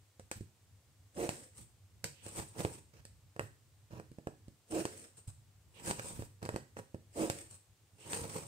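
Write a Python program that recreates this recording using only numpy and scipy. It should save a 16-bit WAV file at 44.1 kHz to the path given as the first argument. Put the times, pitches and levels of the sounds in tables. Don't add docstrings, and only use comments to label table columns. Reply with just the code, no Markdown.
import sys
import numpy as np
from scipy import signal
from scipy.fft import rfft, irfft, next_fast_len
from scipy.io import wavfile

SR = 44100
rng = np.random.default_rng(int(sys.argv[2]) if len(sys.argv) > 2 else 0)


def transcribe(u):
    v = np.clip(np.atleast_2d(u).T, -1, 1)
    q = np.round(v * 32767).astype(np.int16)
    wavfile.write(sys.argv[1], SR, q)


N = 373527
TIME = np.arange(N) / SR

# (time [s], relative thump level [dB], nominal pitch [Hz], relative tick level [dB])
FLICKS = [(0.197, -49, 425, -58.5), (0.3148, -40.5, 750, -42), (0.41, -40.5, 177, -64),
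          (2.043, -44.5, 540, -36), (2.266, -49.5, 276, -55), (2.399, -48, 700, -53),
          (3.053, -57, 440, -55), (3.364, -48, 513, -65), (3.395, -33.5, 726, -49.5),
          (3.409, -41, 523, -68), (3.999, -44.5, 483, -63), (4.117, -50, 195, -68),
          (4.186, -44.5, 307, -69), (4.272, -34, 405, -56.5), (4.483, -48, 205, -67), (5.28, -42, 75, -65),
          (5.996, -42, 790, -48.5), (6.194, -39, 218, -66), (6.223, -42, 420, -58.5),
          (6.429, -41.5, 453, -52), (6.453, -45, 483, -48.5), (6.461, -41.5, 516, -58),
          (6.491, -34, 555, -49), (6.544, -37, 240, -61), (6.562, -34, 496, -46.5), (6.769, -44, 590, -69),
          (6.791, -44, 520, -64), (6.946, -38.5, 293.4, -66.5), (8.218, -43, 170, -67)]
# (time [s], jolt level [dB], jolt pitch [Hz], relative tick level [dB], crack level [dB])
THREAD_SNAGS = [(1.292, -40, 376, -39, -57), (2.391, -58.5, 298, -51, -66), (2.606, -44, 240, -59, -56),
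                (2.65, -36, 298, -50, -50), (4.854, -40.5, 376, -43, -58), (5.911, -42.5, 458, -43, -52),
                (7.3, -40.5, 394, -37, -50), (8.133, -49, 420, -68, -48.5)]
# (time [s], yank length [s], run length [s], relative level [dB])
UPWARD_PULLS = [(1.157, 0.13, 0.26, -48.5), (4.699, 0.14, 0.33, -49), (7.15, 0.142, 0.25, -47)]


def gain_of(db):
    return 10 ** (np.asarray(db) / 20)


def unit_rms(x):
    return x / np.sqrt(np.mean(x ** 2) + 1e-20)


def curve_at(points, hz):
    freqs, values = np.transpose(points)
    return np.interp(np.log(hz + 1), np.log(freqs + 1), values)


def add(mix, start_s, sound):
    part = mix[..., round(start_s * SR):][..., :sound.shape[-1]]
    part += sound[..., :part.shape[-1]]


def colour(x, spectrum, size=4096):
    log_gain = np.log(gain_of(curve_at(spectrum, abs(np.fft.fftfreq(size, 1 / SR)))))
    response = np.exp(np.conj(signal.hilbert(log_gain)))
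    taps = np.fft.ifft(response).real[:size // 2]
    return signal.oaconvolve(np.atleast_2d(x), taps[None], axes=1)[:, :N]


def wander(per_s):
    knots = rng.standard_normal(4096)
    return unit_rms(np.interp(TIME * per_s, np.arange(len(knots)), knots))


def held(start_s, length_s, rise_s, fall_s):
    rising = np.maximum(start_s - TIME, 0) / rise_s
    falling = np.maximum(TIME - start_s - length_s, 0) / fall_s
    return np.exp(-np.minimum(rising + falling, 20))


def arch(start_s, length_s, power):
    progress = np.clip((TIME - start_s) / length_s, 0, 1)
    return (4 * progress * (1 - progress)) ** power


def ports(pair):
    # (frequency [Hz], correlation [0-1])
    coherence = [(100, .82), (300, .97), (900, .7), (1800, .3), (8000, .15)]
    size = next_fast_len(N)
    common, separate = rfft(pair, size)
    shared = np.clip(curve_at(coherence, np.fft.rfftfreq(size, 1 / SR)), 0, 1)
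    left = shared * common + np.sqrt(1 - shared ** 2) * separate
    return irfft(np.array([left, common]), size)[:, :N]


def from_right(pair, lag_samples):
    return np.array([np.pad(pair[0], (lag_samples, 0))[:N], pair[1]])


def background(air_db, hum_hz, hum_db, waver):
    # (frequency [Hz], spectral level [dB])
    air_spectrum = [(25, -50), (60, -15), (100, -6), (135, -15.5), (200, -26), (350, -31), (1500, -37),
                    (6000, -38.5), (8300, -36), (10500, -43.5)]
    air = colour(ports(rng.standard_normal((2, N))), air_spectrum)
    hiss = signal.sosfiltfilt(signal.butter(4, 260, "high", fs=SR, output="sos"), air)
    rumble = air - hiss
    phasor = 1 + waver * (wander(per_s=13) + 1j * wander(per_s=9.1))
    swell = unit_rms(gain_of(7 * np.tanh(wander(per_s=19) + .5)))
    hum = unit_rms((phasor * np.exp(2j * np.pi * hum_hz * TIME)).real)
    return gain_of(air_db) * (hiss + swell * rumble) / np.std(hiss) + gain_of(hum_db) * swell * hum


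def room(x):
    # (frequency [Hz], t60 [s])
    reverb_times = [(120, 0.49), (600, 0.27), (3000, 0.4), (9000, 0.39)]
    hz, t, bands = signal.stft(rng.standard_normal((2, SR // 2)), SR, nperseg=256)
    decay = gain_of(-60 * t / curve_at(reverb_times, hz)[:, None])
    tail = signal.istft(bands * decay, SR, nperseg=256)[1]
    tail = tail * (np.arange(tail.shape[1]) > .005 * SR)
    return ports(signal.oaconvolve(x, tail / np.linalg.norm(tail[0]), axes=1)[:, :N])


def hand_echo(x):
    delay_s = .0007 * np.exp(.3 * wander(per_s=9))
    return x + .5 * np.array([np.interp(TIME - delay_s, TIME, side) for side in x])


def rebounds(echo_db, decay_s, count=14):
    jitter, polarity = rng.random((count, 2)).T
    delay_s = np.linspace(.0012, .024, count) + .0015 * jitter
    taps = np.zeros(SR // 30)
    taps[(delay_s * SR).astype(int)] = np.sign(polarity - .5) * np.exp(-delay_s / decay_s)
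    taps *= gain_of(echo_db) / np.linalg.norm(taps)
    taps[0] = 1
    return taps


def cloth(x, ring, direct=1, pitch_swing=.045):
    # (frequency [Hz], relative gain [dB], t60 [s])
    modes = [(95, 11.5, 0.12), (124.5, 5.5, 0.13), (313, -4, 0.27), (451, -0.5, 0.17), (540, -4, 0.058),
             (1260, -11.5, 0.017), (1540, -10, 0.02), (1740, 0, 0.0092), (2550, -3, 0.0095),
             (2730, -3.5, 0.013)]
    t, response = np.arange(SR // 4) / SR, 0
    for hz, db, t60 in modes:
        decay = np.exp(-np.log(1000) * t / t60)
        response = response + gain_of(db) * 2 * decay / decay.sum() * np.cos(2 * np.pi * hz * t)
    clock = np.cumsum(1 + pitch_swing * np.tanh(wander(per_s=14)))
    steps = np.arange(int(clock[-1]) + 2)
    ringing = [signal.oaconvolve(np.interp(steps, clock, side), response)[:len(steps)] for side in x]
    return direct * x + ring * np.array([np.interp(clock, steps, side) for side in ringing])


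def nudges():
    # (time [s], length [s], level [dB])
    pushes = [(0.358, 0.031, -48.5), (1.56, 0.087, -56), (2.365, 0.042, -47.5), (3.392, 0.07, -51),
              (6.105, 0.166, -49)]
    # (frequency [Hz], spectral level [dB])
    push_spectrum = [(25, -19), (50, -8), (85, -8.5), (135, -9), (230, -13.5), (600, -35)]
    envelope = sum(gain_of(db) * arch(start, length, power=0.67) for start, length, db in pushes)
    force = colour(ports(rng.standard_normal((2, N))), push_spectrum)
    return envelope * unit_rms(cloth(force, ring=1.0))


def swishes(rasp, centre_hz, width_hz, rasp_db, left_db):
    # (time [s], length [s], level [dB])
    strokes = [(2.11, 0.27, -65), (5.737, 0.089, -59), (7.978, 0.14, -61.5)]
    envelope = sum(gain_of(db) * arch(start, length, power=1) for start, length, db in strokes)
    edges_hz = [centre_hz - width_hz / 2, centre_hz + width_hz / 2]
    band = signal.butter(1, edges_hz, "band", fs=SR, output="sos")
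    whisper = unit_rms(signal.sosfilt(band, rng.standard_normal((2, N)))) * gain_of([[left_db], [0]])
    return envelope * (whisper + gain_of(rasp_db) * rasp)


def catches(per_s, spread_db, smooth=1.0):
    size = gain_of(spread_db * np.minimum(rng.exponential(1, N), 4))
    clicks = size * (rng.random(N) < per_s / SR) * rng.standard_normal((2, N))
    return unit_rms(unit_rms(clicks) + smooth * rng.standard_normal((2, N)))


def fibre_scrape(grip):
    # (frequency [Hz], spectral level [dB])
    scrape_spectrum = [(600, -28), (1250, 1), (2200, 2), (2800, -0.5), (3500, -5.5), (6000, 1),
                       (10500, -12.5)]
    fibres = grip * ports(catches(per_s=880, spread_db=2.2, smooth=0.91))
    return unit_rms(hand_echo(cloth(colour(fibres, scrape_spectrum), ring=0.4)))


def friction(slips_per_s, jerk_db, ring):
    # (frequency [Hz], spectral level [dB])
    rasp_spectrum = [(45, -14.5), (100, -6.5), (220, -1.5), (480, -2), (700, -8), (950, -1.5),
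                     (1700, -27.5)]
    grip = gain_of(jerk_db * wander(per_s=110))
    plucks = ports(catches(per_s=slips_per_s, spread_db=0.5))
    rasp = unit_rms(cloth(grip * colour(plucks, rasp_spectrum), ring))
    return rasp, fibre_scrape(grip)


def scratches():
    # (time [s], length [s], rasp level [dB], scrape level [dB])
    drags = [(2.042, 0.018, -45.5, -60), (2.936, 0.067, -63, -70.5), (3.908, 0.089, -52, -69.5),
             (5.986, 0.014, -49, -51.5), (6.419, 0.028, -47, -68), (6.523, 0.043, -50, -67),
             (6.767, 0.03, -49, -61)]
    rasp, scrape = friction(slips_per_s=620, jerk_db=1.0, ring=6.5)
    sound = np.zeros((2, N))
    for start, length, rasp_db, scrape_db in drags:
        contact = held(start, length, rise_s=0.0023, fall_s=0.0055)
        sound += contact * (gain_of(rasp_db) * rasp + gain_of(scrape_db) * scrape)
    return sound


def judder(slow_hz, fast_hz, jitter, noise_gain, ring):
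    # (frequency [Hz], spectral level [dB])
    rasp_spectrum = [(110, -17.5), (220, -3), (320, -1), (520, -3.5), (720, -7.5), (1100, -16.5),
                     (1700, -34)]
    speed = sum(arch(start, yank_s, power=0.97) for start, yank_s, _, _ in UPWARD_PULLS)
    slip_hz = (slow_hz + (fast_hz - slow_hz) * speed) * np.exp(jitter * wander(per_s=400))
    cycles = np.cumsum(slip_hz) / SR
    plucks = np.diff(np.floor(cycles), prepend=0)
    force = unit_rms(plucks - plucks.mean()) + noise_gain * ports(rng.standard_normal((2, N)))
    grip = np.exp(-2 * (cycles % 1)) * gain_of(3 * wander(per_s=160))
    rasp = unit_rms(cloth(colour(force, rasp_spectrum), ring))
    return rasp, fibre_scrape(grip)


def blend(mix_db, movement):
    return gain_of(mix_db)[:, None] * movement


def slack_slips():
    # (time [s], length [s], relative level [dB])
    slips = [(1.541, 0.11, -59.5), (2.226, 0.083, -57.5), (2.452, 0.077, -61), (3.405, 0.084, -64),
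             (5.151, 0.07, -62.5), (5.271, 0.038, -56), (6.044, 0.096, -52), (6.758, 0.056, -62.5),
             (7.489, 0.078, -56.5)]
    # (rasp [dB], scrape [dB], sheen [dB])
    slip_mix = (-10, -30, 2.5)
    movement = sum(gain_of(db) * arch(start, length, power=0.85) for start, length, db in slips)
    return blend(slip_mix, movement)


def pulls_down(swing_db, unsteady_db):
    # (crest time [s], swell [s], fade [s], relative slide level [dB], relative catch level [dB])
    heaves = [(2.398, 0.12, 0.037, -47, -44.5), (2.603, 0.026, 0.19, -47.5, -38),
              (5.905, 0.071, 0.029, -39.5, -42), (6.105, 0.29, 0.16, -51.5, -51),
              (8.141, 0.074, 0.094, -40.5, -43), (8.248, 0.017, 0.12, -66, -41),
              (8.364, 0.22, 0.12, -48, -39)]
    # (rasp [dB], scrape [dB], sheen [dB])
    slide_mix = (-2, -10, -1)
    catch_mix = (-0.5, -7.5, -9)
    slides, grabs = 0, 0
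    for crest, swell_s, fade_s, slide_db, catch_db in heaves:
        from_crest = np.minimum(np.maximum((crest - TIME) / swell_s, (TIME - crest) / fade_s), 1)
        contact = held(crest - swell_s, swell_s + fade_s, rise_s=0.037, fall_s=0.0052)
        slides = np.hypot(slides, gain_of(slide_db - swing_db * from_crest) * contact)
        grabs = grabs + gain_of(catch_db) * held(crest, 0, rise_s=0.018, fall_s=0.018)
    unsteady = gain_of(unsteady_db * wander(per_s=45))
    return np.hypot(blend(slide_mix, slides * unsteady), blend(catch_mix, grabs))


def pulls_up(sag_db_per_s, rise_s, fall_s):
    # (rasp [dB], scrape [dB], sheen [dB])
    yank_mix = (11.5, -3, -1)
    run_mix = (-8.5, -10.5, -4)
    yanks, runs = 0, 0
    for start, yank_s, run_s, db in UPWARD_PULLS:
        yanks = yanks + gain_of(db) * arch(start, yank_s, power=1.11)
        sag_db = sag_db_per_s * np.maximum(TIME - start, 0)
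        runs = runs + gain_of(db - sag_db) * held(start + rise_s, run_s, rise_s, fall_s)
    return np.hypot(blend(yank_mix, yanks), blend(run_mix, runs))


def thread(envelopes, rasp, scrape, sheen_db=0.0):
    # (frequency [Hz], spectral level [dB])
    sheen_spectrum = [(4000, -18), (6600, -14.5), (7600, -6), (8500, -1), (9400, -8.5), (10500, -21.5),
                      (15500, -26.5)]
    rasp_gain, scrape_gain, sheen_gain = envelopes
    surge = unit_rms(gain_of(2.3 * wander(per_s=80)))
    sheen = unit_rms(hand_echo(colour(catches(per_s=1500, spread_db=2.7), sheen_spectrum)))
    return rasp_gain * rasp + surge * (scrape_gain * scrape + gain_of(sheen_db) * sheen_gain * sheen)


def snags(crack_band_hz, lead_s=.01):
    t, jolts = np.arange(-lead_s, lead_s, 1 / SR), np.zeros((1, N))
    band = signal.butter(2, crack_band_hz, "band", fs=SR, output="sos")
    crack = unit_rms(signal.sosfilt(band, signal.unit_impulse(len(t), "mid")))
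    for time, db, hz, _, crack_db in THREAD_SNAGS:
        phase = 2 * np.pi * hz * t
        pulse = unit_rms((1 - phase ** 2) / (1 + phase ** 2) ** 2)
        jolt = gain_of(db) * pulse + gain_of(crack_db) * crack
        add(jolts, time - lead_s, signal.oaconvolve(jolt, rebounds(echo_db=-9, decay_s=.006)))
    return cloth(jolts, ring=1.0)


def ticks(level_db, snap_s, slide_db, slide_s, crack_gain):
    # (frequency [Hz], spectral level [dB])
    tick_spectrum = [(800, -16), (1700, -0.5), (3400, -5), (4700, 0.5), (6500, -3.5), (8100, 8), (9800, -7),
                     (15500, -16.5)]
    t, fibres, cracks = np.arange(SR // 6) / SR, np.zeros((2, N)), np.zeros(N)
    envelope = unit_rms(np.exp(-t / snap_s) + gain_of(slide_db) * np.exp(-t / slide_s))
    impulse = unit_rms(signal.unit_impulse(len(t)))
    for time, _, _, db, *_ in FLICKS + THREAD_SNAGS:
        gain = gain_of(db + level_db)
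        add(fibres, time - snap_s / 2, gain * unit_rms(envelope * rng.standard_normal((2, len(t)))))
        add(cracks, time, gain * impulse)
    return cloth(colour(ports(fibres) + crack_gain * cracks, tick_spectrum), ring=0.34)


def thumps(level_db, sharpness, knock_db, knock_hz, ring, lead_s=.01):
    t, blows, knocks = np.arange(-lead_s, lead_s, 1 / SR), np.zeros((1, N)), np.zeros((1, N))
    knock_phase = 2 * np.pi * knock_hz * t
    knock = gain_of(knock_db) * unit_rms(knock_phase * np.exp(-knock_phase ** 2 / 2))
    for time, db, hz, _ in FLICKS:
        gain = gain_of(db + level_db)
        phase = 2 * np.pi * hz * sharpness * t
        recoil = gain * unit_rms(phase / (1 + phase ** 2) ** 2)
        add(blows, time - lead_s, signal.oaconvolve(recoil, rebounds(echo_db=-7, decay_s=.011)))
        chatter = gain * rebounds(echo_db=-2, decay_s=.002)
        hardness = (hz / knock_hz) ** 2
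        add(knocks, time - lead_s, hardness * signal.oaconvolve(knock, chatter))
    return cloth(blows, ring) + cloth(knocks, ring=1, direct=0)


def scene():
    # (frequency [Hz], left minus right [dB])
    balance = [(100, -2.5), (350, -5.5), (1100, 1), (2400, -4.5), (6500, -3), (8600, 3.5), (11500, -7)]
    up_rasp, up_scrape = judder(slow_hz=260, fast_hz=370.2, jitter=.2, noise_gain=0.68, ring=2.9)
    up = thread(pulls_up(sag_db_per_s=18, rise_s=0.015, fall_s=0.047), up_rasp, up_scrape)
    rasp, scrape = friction(slips_per_s=600, jerk_db=2.5, ring=1.5)
    hauling = pulls_down(swing_db=11.5, unsteady_db=-1.5) + slack_slips()
    down = thread(hauling, rasp, scrape, sheen_db=-0.5)
    drags = scratches()
    hands = nudges() + swishes(rasp, centre_hz=2790, width_hz=620, rasp_db=-15.5, left_db=-5)
    sliding = up + down + drags + hands
    snaps = ticks(level_db=-8.5, snap_s=0.0013, slide_db=-14.5, slide_s=0.027, crack_gain=0.23)
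    pops = thumps(level_db=-8.5, sharpness=0.68, knock_db=11.0, knock_hz=1250, ring=1.08)
    pops = pops + snags(crack_band_hz=[1300, 4560])
    tail = room(gain_of(-11) * pops + gain_of(-9.5) * snaps + gain_of(-6.5) * sliding)
    left, right = from_right(sliding + pops + tail, lag_samples=12) + from_right(snaps, lag_samples=3)
    left = colour(left, [(hz, db / 2) for hz, db in balance])
    right = colour(right, [(hz, -db / 2) for hz, db in balance])
    return np.vstack([left, right]) + background(air_db=-72.5, hum_hz=98.9, hum_db=-69.5, waver=2.3)


def record(dry):
    edge_hz = 15750
    taps = signal.firwin(511, edge_hz, window=("kaiser", 9), fs=SR)
    return signal.oaconvolve(dry, taps[None], "same")


dry = scene()
out = record(dry)
transcribe(out)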